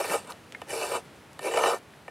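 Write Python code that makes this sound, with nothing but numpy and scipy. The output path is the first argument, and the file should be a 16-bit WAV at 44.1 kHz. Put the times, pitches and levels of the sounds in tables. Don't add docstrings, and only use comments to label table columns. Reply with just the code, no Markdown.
import sys
import numpy as np
from scipy import signal
from scipy.fft import rfft, irfft
from scipy.io import wavfile

SR = 44100
rng = np.random.default_rng(int(sys.argv[2]) if len(sys.argv) > 2 else 0)


def level_to_linear(level):
    exponent = np.asarray(level, float) / 20
    return 10 ** exponent


def persist_wave(psi):
    counts = np.round(np.clip(psi, -1, 1) * 32767).astype(np.int16)
    wavfile.write(sys.argv[1], SR, np.atleast_2d(counts).T)


N = 92874


def rms_one(x):
    return x / np.sqrt(np.mean(x ** 2) + 1e-20)


def at_hz(points, hz):
    table_hz, table_db = np.array(points)[:, 0], np.array(points)[:, 1]
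    return np.interp(np.log(hz), np.log(table_hz), table_db)


def coloured(x, points):
    hz = np.fft.rfftfreq(N, 1 / SR) + 1
    return irfft(rfft(x) * level_to_linear(at_hz(points, hz)), N)


def high_pass(x, hz, order):
    return signal.sosfilt(signal.butter(order, hz, "high", fs=SR, output="sos"), x)


def drift(rate_hz):
    r = np.exp(-2 * np.pi * rate_hz / SR)
    wander = signal.lfilter([1], [1, -2 * r, r * r], rng.standard_normal(N + SR))
    return rms_one(wander[SR:])


def grains(spread_db):
    return level_to_linear(spread_db * np.minimum(rng.exponential(1, N), 4))


def ring(clicks, hz, width_hz):
    r, w = np.exp(-np.pi * width_hz / SR), 2 * np.pi * hz / SR
    return signal.lfilter([0, np.sin(w)], [1, -2 * r * np.cos(w), r * r], clicks + 1e-18)


def click_at(s):
    return np.arange(N) == int(s * SR)


# start_s, pressure_db (thud level),
# speed_db (hiss level of the sliding), hardness_db_per_octave (of the horn)
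STROKES = [
    [(0.0, -18.5, -32.5, -3), (0.034, -34.5, -38.5, 0), (0.044, -38, -39.5, -1.5),
     (0.076, -32.5, -38, -2.5), (0.138, -18, -29.5, -2), (0.212, -49, -51.5, 3), (0.245, -51, -60, 1)],
    [(0.245, -48, -51.5, -2), (0.263, -56, -70, 6), (0.273, -43, -50, 7), (0.283, -40, -57, 0),
     (0.305, -36.5, -42.5, 9), (0.333, -50.5, -57, 4), (0.345, -50, -93, 0)],
    [(0.665, -48, -64, -15), (0.699, -35.5, -38, -21), (0.727, -25.5, -39, -8.5), (0.789, -33.5, -38.5, -3),
     (0.835, -26, -35, -0.5), (0.881, -36, -40, -2.5), (0.965, -20.5, -34.5, 0), (1.01, -57, -57.5, -1)],
    [(1.405, -46, -55, -7), (1.427, -30.5, -44.5, -9.5), (1.469, -21, -38, -5.5), (1.511, -36, -43, -6.5),
     (1.567, -24, -38.5, -2), (1.695, -21, -33, 1), (1.743, -24.5, -41, 0.5), (1.79, -57, -55, 5)],
]


def stroke_control(column):
    t, out = np.arange(N) / SR, np.full(N, -120.)
    for stroke in STROKES:
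        s, values = np.array(stroke)[:, 0], np.array(stroke)[:, column]
        inside = (t >= s[0]) & (t < s[-1])
        out[inside] = np.interp(t[inside], s, values)
    return out


def tooth_rows():
    rows_per_s, jitter, spread_db = 430, .35, 2.5
    rate = rows_per_s * np.clip(1 + jitter * drift(150), .2, 3)
    phase = np.cumsum(rate / SR)
    rows = (np.diff(np.floor(phase), prepend=0) > 0) * grains(spread_db)
    grit = 1.51 * rng.standard_normal(N)
    return rms_one(rms_one(rows - rows.mean()) + grit)


# start_s, level_db (peak)
CATCHES = [(0.041, -17), (0.096, -21), (0.106, -42), (0.132, -51), (0.725, -48), (0.813, -22.5),
           (0.833, -37), (0.914, -27), (1.444, -29.5), (1.464, -56), (1.511, -19.5), (1.537, -14),
           (1.558, -17), (1.572, -10.5), (1.588, -23.5), (1.636, -10.5), (1.657, -11), (1.673, -27)]


def chatter(pressure_db):
    skip_s, skip_db, dig_s = .010, -8, .007
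    t, skip, dig = np.arange(N) / SR, 0, 0
    for s, db in CATCHES:
        skip = skip + np.clip(1 + (t - s) / skip_s, 0, 1) * (t < s)
        dig = dig + level_to_linear(db) * np.exp(-np.abs(t - s) / dig_s) * (t >= s)
    return level_to_linear(pressure_db + skip_db * skip), dig


# start_s, level_db (peak), crack_db, pitch_hz (favoured), place_0_to_1 (along the bar)
TAPS = [
    (.617, -27, -54.5, 900, .2),
    (1.392, -28, -47.5, 1110, 0.15),
    (2.059, -48, -73, 600, 0.16),
    (2.08, -29, -63, 700, .07),
]


def taps(hz, mode):
    dull_db_per_octave, knock_db = -6, -13
    out = np.zeros(N)
    for s, db, _, centre_hz, place in TAPS:
        octaves_off = abs(np.log2(hz / centre_hz))
        out[int(s * SR)] = level_to_linear(db + dull_db_per_octave * octaves_off) * np.cos(np.pi * mode * place)
    for s, db in CATCHES:
        out[int(s * SR)] = level_to_linear(db + knock_db + 1.2 * rng.standard_normal()) * 1000 / (hz + 1000)
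    return out


# pitch_hz, width_hz, level_db
HOOF_MODES = [(381.3, 45.7, -1.5), (458, 29, -1.5), (560, 73, 6.5), (707, 45, -0.5), (787.5, 49.3, 3),
              (990, 63, 3), (1231, 50, 1), (1476, 89, -4.5)]


def hoof(rows, force, hardness_db):
    thud_db, tap_db = -2, -8.5
    size = np.std(sum(level_to_linear(db) * ring(rows, hz, width_hz) for hz, width_hz, db in HOOF_MODES))
    rub = rows / size * force * level_to_linear(thud_db + 0.71 * drift(60))
    wall = 0
    for k, (hz, width_hz, db) in enumerate(HOOF_MODES):
        push = rub * level_to_linear(hardness_db * np.log2(hz / 600))
        push = push + level_to_linear(tap_db) * taps(hz, mode=0)
        wall = wall + (-1) ** k * level_to_linear(db) * ring(push, hz, width_hz)
    return high_pass(wall, 300, order=6)


# pitch_hz, width_hz, level_db
BAR_MODES = [(1810, 45, 1), (2330, 45, 0), (2680, 110, -4), (2970, 55, -5), (3580, 90, -9), (3880, 55, -11),
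             (4640, 75, -12), (5400, 110, -12), (6200, 90, -14), (7300, 90, -13), (8400, 170, -10),
             (9300, 150, -10), (11100, 190, -12), (12200, 150, -18)]


def bar(rows, pressure, dig, speed):
    row_share, pressure_share = .7, .15
    ring_db, tilt_db_per_octave, catch_db, tap_db = -8.5, 3, -10, 2.5
    out = 0
    for k, (hz, width_hz, db) in enumerate(BAR_MODES):
        low = np.clip(1 - np.log2(hz / 2500) / 0.76, 0, 1)
        chip_hits = rms_one(rng.standard_normal(N) * grains(2.2))
        source = row_share * low * rows + 0.38 * chip_hits
        by_pressure = low * pressure_share
        drive = pressure ** by_pressure * speed ** (1 - by_pressure)
        drive = drive + level_to_linear(catch_db) * low ** 2 * dig
        drive = drive * level_to_linear(ring_db + tilt_db_per_octave * np.log2(hz / 2500) + 3.02 * drift(6.7))
        drive = drive / np.std(ring(source, hz, width_hz))
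        hits = source * drive + level_to_linear(tap_db) * taps(hz, mode=k + 2)
        out = out + (-1) ** k * level_to_linear(db) * ring(hits, hz, width_hz)
    return high_pass(out, 1800, order=4)


# pitch_hz, level_db (per Hz)
CHIP_SPECTRUM = [(1500, 12.5), (2600, -13), (4300, 10), (6000, 5.5), (9000, 9), (12300, -2.5), (13500, -3),
                 (15500, -14)]


def chips(speed):
    cuts_per_s, spread_db, hiss_db, patch_db = 11000, 6, 2.5, 1.4
    cuts = (rng.random(N) < cuts_per_s / SR) * grains(spread_db) * rng.choice([-1, 1], N)
    cuts = rms_one(coloured(cuts, CHIP_SPECTRUM))
    edges_hz = np.geomspace(1500, 16000, num=9)
    hiss = 0
    for low_hz, high_hz in zip(edges_hz, edges_hz[1:]):
        band = signal.sosfilt(signal.butter(2, [low_hz, high_hz], "band", fs=SR, output="sos"), cuts)
        hiss = hiss + band * level_to_linear(patch_db * drift(22))
    return hiss * speed * level_to_linear(hiss_db + 0.4 * drift(44))


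def cracks():
    burst = rng.standard_normal(300) * np.exp(-np.arange(300) / SR / .0015)
    clicks = np.zeros(N)
    for s, _, crack_db, *_ in TAPS:
        clicks[int(s * SR)] = level_to_linear(crack_db + 9)
    bright = high_pass(burst, 4500, order=2)
    return coloured(np.convolve(clicks, bright)[:N], CHIP_SPECTRUM)


# start_s, level_db (peak), pitch_hz, t60_s
SHAKES = [
    (.1, -38.5, 180, .12),
    (0.121, -31.5, 299, 0.085),
    (0.198, -45.5, 208, 0.09),
    (.955, -44, 260, 0.079),
    (1.732, -43, 263, 0.074),
]


def shakes():
    knocks = sum(level_to_linear(db) * ring(click_at(s), hz, 1.7 / t60) for s, db, hz, t60 in SHAKES)
    return high_pass(np.convolve(knocks, np.hanning(60) / 30)[:N], 130, order=4)


# start_s, level_db (peak), pitch_hz, t60_s
TICKS = [(0.263, -41, 9050, .003), (.274, -37, 9400, .003), (.322, -27, 4000, 0.005),
         (0.332, -42, 7000, 0.0034), (.523, -23.5, 2870, 0.0028), (0.524, -29.5, 7260, 0.0019),
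         (0.533, -56, 7000, .003), (0.55, -24.5, 1820, 0.016), (.548, -28.5, 2130, 0.097),
         (.322, -35, 2840, .008), (1.055, -46, 7500, .003), (1.332, -33, 8350, 0.0011),
         (1.937, -36.5, 1760, 0.0084), (1.966, -50, 10900, .003)]


def ticks():
    clicks = sum(level_to_linear(db) * ring(click_at(s), hz, 4.5 / t60) for s, db, hz, t60 in TICKS)
    return high_pass(clicks, 970, order=2)


# pitch_hz, level_db (per Hz)
AIR_SPECTRUM = [(30, -34), (65, -4), (130, 0.5), (500, -3.5), (2500, -12.5), (6300, -23.5), (10000, -24.5),
                (15500, -32)]
# pitch_hz, side_db (relative to mid)
AIR_SIDE = [(30, -18), (70, -31), (170, -14.5), (400, -14), (4000, -18.5), (9000, -15), (13000, -7)]


def air():
    mid = coloured(rng.standard_normal(N), AIR_SPECTRUM)
    side = coloured(coloured(rng.standard_normal(N), AIR_SPECTRUM), AIR_SIDE)
    level = level_to_linear(-51 + .8 * drift(2.5)) / np.std(mid)
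    return level * (mid + side * [[1], [-1]])


# pitch_hz, side_db (relative to the work)
WORK_SIDE = [(300, -38), (1000, -45.5), (3000, -38), (9000, -31), (13000, -16)]


def scene():
    catch_thud_db, catch_hiss_db = -6, -22
    echo_s, echo_db = .0045, -12.5
    pressure, dig = chatter(stroke_control(column=1))
    speed = level_to_linear(stroke_control(column=2))
    hardness_db = np.clip(stroke_control(column=3), -9, 9)
    rows = tooth_rows()
    work = hoof(rows, pressure + level_to_linear(catch_thud_db) * dig, hardness_db)
    work = work + bar(rows, pressure, dig, speed)
    work = work + chips(speed + level_to_linear(catch_hiss_db) * dig)
    work = work + cracks() + shakes() + ticks()
    echo = np.interp(np.arange(N) - echo_s * SR, np.arange(N), work, left=0)
    side = coloured(echo, WORK_SIDE) * [[1], [-1]]
    return work + level_to_linear(echo_db) * echo + side + air()


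def roll_off(x):
    return signal.sosfilt(signal.butter(12, 15760, fs=SR, output="sos"), x)


# pitch_hz, level_db
MIC_DIP = [(12200, 0), (12900, -9), (13500, -1), (15000, -2)]


def record(dry):
    mix = np.array([coloured(x, MIC_DIP) for x in dry])
    return roll_off(mix)


dry = scene()
out = record(dry)
persist_wave(out)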